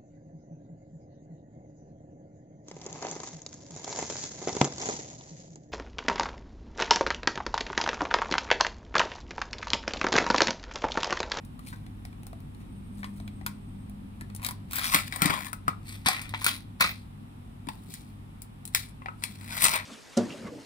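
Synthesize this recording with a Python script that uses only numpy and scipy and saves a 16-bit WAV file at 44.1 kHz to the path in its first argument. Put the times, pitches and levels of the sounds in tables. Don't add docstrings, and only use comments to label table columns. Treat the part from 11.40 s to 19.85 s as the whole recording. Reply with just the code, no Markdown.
import sys
import numpy as np
from scipy import signal
from scipy.io import wavfile
from scipy.ndimage import map_coordinates

SR = 44100
rng = np.random.default_rng(int(sys.argv[2]) if len(sys.argv) > 2 else 0)


def generate_wav(signal):
    frames = np.transpose(np.atleast_2d(signal))
    scaled = np.clip(frames, -1, 1) * 32767
    pcm = np.round(scaled).astype(np.int16)
    wavfile.write(sys.argv[1], SR, pcm)


N = 372644

# [t/s, relative level/dB, body re level/dB, treble re level/dB, panel ring f/Hz]
SNAPS = [(0.049, -42.5, -16, 2.5, 930), (0.192, -36.5, -4.5, -4.5, 1190), (0.273, -31.5, -24, -17, 840),
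         (0.328, -40.5, 6.5, -9, 1550), (0.464, -29, -25, -21, 735), (0.651, -27.5, -17, -9, 715),
         (0.728, -35.5, -17, -17, 1010), (0.832, -39, -13, -4, 820), (0.867, -32, -14, -0.5, 790),
         (0.93, -35.5, -3.5, -10, 670), (1.003, -45, -8, -2, 900), (1.147, -37, -19, -11, 850),
         (1.631, -24.5, -6, -27, 1804), (1.643, -15, -19, -20.5, 1060), (1.8, -32.5, -12.5, -14, 670),
         (1.877, -24, -26, -14.5, 690), (2.012, -35, -8, -20, 773), (2.063, -13.5, -11.5, -4, 1420),
         (2.496, -47.5, -4, 6, 710), (2.81, -28, -8, -4, 1740), (2.9, -32, -20, -16, 1180),
         (2.949, -35.5, -20, 8, 760), (2.962, -37.5, -21, 7.5, 960), (2.996, -37, -10, -23, 975),
         (3.018, -31, -11, -7, 1080), (3.029, -33, -8.5, 0, 990), (3.036, -30, -10, -2, 990),
         (3.047, -10.5, -26, -8, 1680), (3.064, -17, -16, -0.5, 1710), (3.087, -15, -16.5, -8, 970),
         (3.109, -27.5, -5.5, 2, 1030), (3.31, -27.5, -16, -2, 1010), (3.32, -36, -38, 3.5, 1000),
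         (3.332, -16, -17, -5, 1640), (3.357, -22, -17.5, 3, 1420), (3.384, -20.5, -4, -2.5, 1590),
         (3.528, -28.5, -27.5, 5.5, 1540), (3.545, 3, -19, -8.5, 1385), (3.724, -14.5, -19.5, -18.5, 1635),
         (3.76, -31.5, 1.5, 8.5, 1040), (3.819, -2, -14.5, -7, 1324), (3.857, -14, -21, 1, 970),
         (4.051, -44, -13, 1, 1510), (4.13, -21, -7, -5, 1310), (4.28, -18, 5, -5.5, 1232),
         (4.66, -6.5, -15.5, -9, 1080), (4.664, -8.5, -18, -12, 1060), (4.685, 0, -19.5, -9, 758),
         (4.816, -32, -27, 8, 1270), (4.892, -28.5, -23, -3, 1170), (4.938, -9, -17, -41.5, 915),
         (4.945, -6.5, -24.5, -47.5, 1000), (5.016, -22.5, -10.5, -9.5, 1040), (5.044, -10, -23.5, -1, 960),
         (5.064, -4, -13, -6, 1400), (5.407, -8, -9, -4.5, 1065), (5.444, -10.5, -9.5, -23, 1280),
         (6.27, -27.5, -14, -17, 955), (6.287, -14.5, -14, -15.5, 890), (6.539, -32.5, -18, 5.5, 1600),
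         (7.019, -37.5, -36, 11, 807), (7.025, -42, -35, 4.5, 803), (7.253, -30.5, -48, 8, 730),
         (7.276, -34, -35, 2, 789), (7.348, -0.5, -25.5, -7.5, 1947), (7.619, -27, -13, -58, 1074),
         (7.659, -14, -17.5, -44, 785), (7.685, -25, -0.5, -64, 1294), (7.823, -27, -14, -17.5, 965),
         (7.837, -6, -30, -11, 966), (8.133, -44, -18, -8, 1270), (8.142, -34, -17, -4, 1500),
         (8.151, -39, -21, -5, 1700), (8.241, -8, -24, 4, 1250), (8.252, -12.5, -2.5, -17, 1220),
         (8.336, -10.5, -12.5, -7.5, 990), (8.359, -20, -15, -2, 1000), (8.376, -30, -12, -3, 1010)]
BODY_HZ, MIDDLE_HZ, TREBLE_HZ = 960, 2845, 9300


def from_db(db):
    return 10 ** (np.asarray(db) / 20)


def rms_one(x):
    return x / np.sqrt(np.mean(x ** 2) + 1e-20)


def in_time(rows):
    times_s, *columns = np.transpose(rows)
    return [np.interp(np.arange(N) / SR, times_s, column) for column in columns]


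def at_hz(points, hz):
    table_hz, values = np.array(points)[:, 0], np.array(points)[:, 1]
    return np.interp(np.log(hz), np.log(table_hz), values)


def drift(rate_hz):
    pole = np.exp(-80 * np.pi * rate_hz / SR)
    white = rng.standard_normal(N // 40 + 2002)
    slow = signal.lfilter([1], [1, -2 * pole, pole * pole], white)[2000:]
    return np.interp(np.arange(N) / 40, np.arange(len(slow)), rms_one(slow))


def bandpass(edges_hz, x):
    return signal.sosfilt(signal.butter(2, edges_hz, "band", fs=SR, output="sos"), x)


def ring(excitation, hz, t60_s):
    radius = from_db(-60 / (t60_s * SR))
    angle = 2 * np.pi * hz / SR
    poles = [1, -2 * radius * np.cos(angle), radius * radius]
    return signal.lfilter([0, np.sin(angle)], poles, excitation + 1e-18)


def snap_force(crack, rattle):
    band_db = [5, -10, 2]
    crack_t60_s, crack_rise_s = 0.0052, 0.00061
    rattle_t60_s, rattle_db = 0.065, -19
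    force = np.zeros((3, N))
    t = np.arange(int(rattle_t60_s * SR)) / SR
    shape = crack * from_db(-60 * t / crack_t60_s)
    shape = shape + rattle * from_db(rattle_db - 60 * t / rattle_t60_s)
    onset = 1 - np.exp(-t / crack_rise_s)
    for s, db, body_db, treble_db, _ in SNAPS:
        at = round(s * SR)
        levels = from_db(db + np.add(band_db, [body_db, 0, treble_db]))
        force[:, at:at + len(t)] += (onset * levels[:, None] * shape)[:, :N - at]
    return force


def crinkle_force(spread_db, per_s):
    # [peak t/s, rise t/s, fall t/s, relative peak level/dB, body re peak/dB, treble re peak/dB]
    strokes = [(0.282, 0.09, 0.18, -57, -18, 4.5), (1.21, 0.065, 0.098, -70, 7, 1),
               (1.585, 0.086, 0.17, -71, 3, 13), (1.78, 0.14, 0.072, -71, 5, 12),
               (2.068, 0.011, .12, -77, -9, -6), (3.06, 0.09, 0.058, -49, 0, -25),
               (3.369, 0.084, .2, -38.5, -5, -0.5), (3.448, 0.063, 0.17, -36.5, -4.5, 6),
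               (3.55, 0.05, 0.1, -27, 0, 1), (3.679, 0.056, 0.023, -44, -11, 1.5),
               (3.734, 0.043, 0.11, -52, 8, 5), (3.828, 0.012, .12, -36, -1.5, -17),
               (3.908, 0.17, 0.16, -38, 10.5, -3.5), (4.07, 0.62, 0.068, -51.5, 2, 4),
               (4.285, 0.03, 0.071, -49.5, 2, -25), (4.491, 0.065, 0.19, -45.5, -15, 1.5),
               (4.667, 0.02, .26, -29.5, -6, -8), (5.082, 0.15, 0.15, -33.5, -16, -1.5),
               (5.411, 0.014, 0.11, -21, -7.5, -9), (5.47, 0.081, 0.19, -44.5, -27, -3.5),
               (6.33, .05, .3, -68, -17, 8), (6.52, 0.088, 0.24, -53.5, -39, 4.5),
               (7.354, 0.028, 0.16, -42, -11, 5.5), (7.839, 0.065, 0.17, -55, -9, 7),
               (7.92, 0.1, 0.11, -61.5, -15, 4.5), (8.14, 0.19, 0.39, -44, 2, 3),
               (8.245, 0.095, 0.14, -29.5, -2, 6.5), (8.347, 0.066, 0.13, -36, 4.5, -12)]
    swell_db = 30
    force = np.zeros((3, N))
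    for s, rise_s, fall_s, db, body_db, treble_db in strokes:
        start, stop = max(round((s - rise_s) * SR), 0), min(round((s + fall_s) * SR), N)
        n = np.arange(start, stop)
        course_db = np.interp(n / SR, [s - rise_s, s, s + fall_s], [-swell_db, 0, -swell_db])
        force[:, n] += from_db(db + course_db + np.array([[body_db], [0], [treble_db]]))
    sizes = from_db(spread_db * np.minimum(rng.exponential(1, N), 2.6))
    buckles = (rng.random(N) < per_s / SR) * sizes
    return force * rms_one(signal.lfilter([1], [1, -.97], buckles) + .5)


def foil(force, cycles, bend_db, apart_db):
    colour = [(480, -4), (750, -2.5), (1100, 9), (1500, 5), (2100, 10), (3000, 3), (4200, 2), (6000, -8),
              (7300, -15.5), (8000, -6), (9800, 0.5), (12500, -13.5), (15200, -1), (15900, -21.5)]
    low_hz = 590
    n, out = np.arange(float(N)), np.zeros((2, N))
    centres = np.log([BODY_HZ, MIDDLE_HZ, TREBLE_HZ])
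    white, log_force = rng.standard_normal(N), np.log(force + 1e-9)
    bends = np.arange(0, N + 1500, 1500)
    modes_hz = np.geomspace(500, 15800, 60) * rng.uniform(0.8295, 1.115, 60)
    for k, hz in enumerate(modes_hz):
        place = np.interp(np.log(hz), centres, [0, 1, 2])
        below = min(int(place), 1)
        share = place - below
        strength = np.exp((1 - share) * log_force[below] + share * log_force[below + 1])
        colour_db = at_hz(colour, hz) - at_hz(colour, MIDDLE_HZ)
        ringing = ring(strength * np.roll(white, 997 * k), hz, cycles / hz)
        mode = from_db(colour_db) * hz / SR * ringing
        shared, apart = rng.standard_normal((2, len(bends)))
        for port, sign in enumerate([1, -1]):
            sway_db = bend_db * shared + sign * apart_db * apart
            out[port] += mode * np.interp(n, bends, from_db(sway_db))
    return signal.sosfilt(signal.butter(4, low_hz, "high", fs=SR, output="sos"), out)


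def cracks():
    bands_hz = [(600, 1500), (1500, 2300), (7600, 19000)]
    bursts = snap_force(crack=1, rattle=0) * rng.standard_normal(N) + 1e-18
    return from_db(-8) * sum(bandpass(band, burst) for band, burst in zip(bands_hz, bursts))


def panel_rings():
    ring_db, t60_s = -3.2, 0.067
    out, t = np.zeros(N), np.arange(int(t60_s * SR)) / SR
    splits = rng.uniform(1.04, 1.12, len(SNAPS))
    for (s, db, body_db, _, hz), split in zip(SNAPS, splits):
        pair = np.sin(2 * np.pi * hz * t) + 0.42 * np.sin(2 * np.pi * hz * split * t)
        decay = from_db(db + body_db + ring_db - 60 * t / t60_s)
        at = round(s * SR)
        out[at:at + len(t)] += (decay * pair)[:N - at]
    return out


def table_thuds():
    contacts = [(0.925, -44), (2.012, -34), (2.813, -35), (3.546, -25), (3.82, -19.5), (3.853, -17),
                (3.897, -23.5), (4.278, -24.5), (4.66, -23), (4.684, -41), (5.065, -38), (5.405, -30),
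                (5.444, -29), (6.27, -25.5), (6.29, -45), (6.487, -34), (8.23, -32.5)]
    modes = [(130, 7.5, 0.017), (177, 9, 0.065), (240, 1.5, 0.053), (291.3, 3, 0.095), (385, -11.5, 0.13),
             (474.4, -8.5, 0.013)]
    at, out = [round(s * SR) for s, _ in contacts], np.zeros(N)
    contact_db = np.array(contacts)[:, 1]
    scatter_db = rng.normal(0, 4.18, (len(at), len(modes)))
    for k, (hz, mode_db, t60_s) in enumerate(modes):
        clicks = np.zeros(N)
        clicks[at] = from_db(contact_db + mode_db - 10.0 + scatter_db[:, k]) * (-1) ** k
        out += ring(clicks, hz, t60_s)
    return out


def ports(x):
    lean = [(0, 3.5), (3.4, 3), (4.12, 8.5), (4.4, 2.5), (5.5, 2), (6.2, 5), (8.45, 4)]
    lag_per_db = 4
    top_hz, top_db, top_db_per_db = 11900, -4, 1.03
    lean_db, = in_time(lean)
    lag, n = np.clip(lag_per_db * lean_db, -17, 17), np.arange(N)
    low = signal.sosfilt(signal.butter(2, top_hz, "low", fs=SR, output="sos"), x)
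    top = signal.sosfilt(signal.butter(2, top_hz, "high", fs=SR, output="sos"), x)
    left, right = low - top * from_db(top_db + top_db_per_db * lean_db * [[1], [0]])
    delayed = map_coordinates(right, [n - lag], order=3)
    return np.array([from_db(lean_db / 2) * left, from_db(-lean_db / 2) * delayed])


def room(near):
    decay = [(300, 0.41), (1500, 0.21), (4000, 0.29), (12000, .16)]
    first_echo_s = 0.004
    t, tail = np.arange(SR // 2) / SR, 0
    for hz in 125 * 2. ** np.arange(8):
        edges = [hz / np.sqrt(2), min(hz * np.sqrt(2), .45 * SR)]
        band = bandpass(edges, rng.standard_normal((2, len(t))))
        tail = tail + band * from_db(-60 * t / at_hz(decay, hz))
    tail = tail * (1 - np.exp(-(t / first_echo_s) ** 2))
    return signal.fftconvolve(near, rms_one(tail) / np.sqrt(len(t)), axes=1)[:, :N]


def wavering_tone(hz, db, waver_hz, flicker_db):
    phase = 2 * np.pi * np.cumsum(hz + waver_hz * drift(8)) / SR
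    return np.sqrt(2) * from_db(db + flicker_db * drift(4.6)) * np.sin(phase)


def squeal():
    start_s, end_s, fade_s = 1.27, 2.55, .06
    start_hz, sag_hz, sag_s = 8730, 260, .3
    mean_db, pulse_db, pulse_s = -73, 3, .16
    t = np.arange(N) / SR - start_s
    hz = start_hz - sag_hz * (1 - np.exp(-np.maximum(t, 0) / sag_s))
    sounding = np.clip(np.minimum(t, end_s - start_s - t) / fade_s, 0, 1)
    throb_db = mean_db + pulse_db * np.cos(2 * np.pi * (t - .05) / pulse_s)
    heard = []
    for port in range(2):
        rough_hz, rough_db = hz + 70 * drift(147), throb_db + 4 * drift(24)
        heard.append(sounding * wavering_tone(rough_hz, rough_db, waver_hz=20.0, flicker_db=0.91))
    return np.array(heard)


def banded_noise(spectrum, low_hz, count, patchy_db):
    likeness = [(30, 0.84), (120, 1), (250, 0.58), (500, -0.84), (1500, -0.27), (12000, 0.024)]
    out, edges = 0, low_hz * 2 ** (np.arange(count + 1) / 2)
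    white = rng.standard_normal((2, 2, N))
    for k, (low, high) in enumerate(zip(edges, edges[1:])):
        mid, side = bandpass([low, high], white[k % 2])
        hz = np.sqrt(low * high)
        alike = np.clip(at_hz(likeness, hz), -1, 1)
        gain = from_db(at_hz(spectrum, hz) + patchy_db * drift(3.2))
        out = out + gain * (np.sqrt(1 + alike) * mid + np.sqrt(1 - alike) * side * [[1], [-1]])
    return rms_one(out)


def background():
    # [t/s, relative rumble level/dB, relative hum level/dB, relative second partial level/dB]
    courses = [(0.0, -52.5, -47.5, -58), (1.13, -51, -49, -90.5), (1.41, -50.5, -46.5, -48.5),
               (7.58, -56, -50.5, -61.5), (8.45, -54.5, -51, -56.5)]
    faint_tones = [(49, -62.5), (144, -57), (243, -61.5), (301, -67.5)]
    rumble_spectrum = [(12, -47), (20, -8.5), (49, -3.5), (70, 1), (81, -10), (102, -8.5), (242, -5.5),
                       (269, -18.5), (500, -29), (650, -63), (1100, -120)]
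    hiss_spectrum = [(180, -31), (300, -1), (470, -20.5), (645, -18), (701, -9), (1210, -16.5),
                     (1610, -21.5), (2980, -23), (6740, -41.5), (9710, -29), (11300, -38.5), (14700, -36),
                     (16000, -45)]
    hum_hz = 100.3
    rumble_db, hum_db, second_db = in_time(courses)
    rumble = from_db(rumble_db + 6.5) * banded_noise(rumble_spectrum, 23.43, count=9, patchy_db=0.5)
    hiss = from_db(-58.5) * banded_noise(hiss_spectrum, 342.6, count=11, patchy_db=0.13)
    hum = wavering_tone(hum_hz, hum_db, waver_hz=2.42, flicker_db=2.55)
    hum = hum + wavering_tone(2 * hum_hz, second_db, waver_hz=3.4, flicker_db=3.4)
    hum = hum + sum(wavering_tone(hz, db, waver_hz=1.5, flicker_db=1.7) for hz, db in faint_tones)
    return rumble + hiss + hum * from_db([[.6], [-.6]])


def scene():
    shaking = from_db(5.0) * snap_force(crack=0.6, rattle=0.52)
    shaking = shaking + crinkle_force(spread_db=3.5, per_s=600.0)
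    trays = foil(shaking, cycles=30, bend_db=2, apart_db=4.5) + cracks()
    near = ports(trays + panel_rings() + table_thuds())
    echoes = from_db(-13) * room(near)
    return near + echoes + background() + squeal()


def record(dry):
    full_scale, cutoff_hz = .97, 16500
    rounded = full_scale * np.tanh(dry / full_scale)
    return signal.sosfilt(signal.cheby2(12, 60, cutoff_hz, fs=SR, output="sos"), rounded)


dry = scene()
out = record(dry)
generate_wav(out)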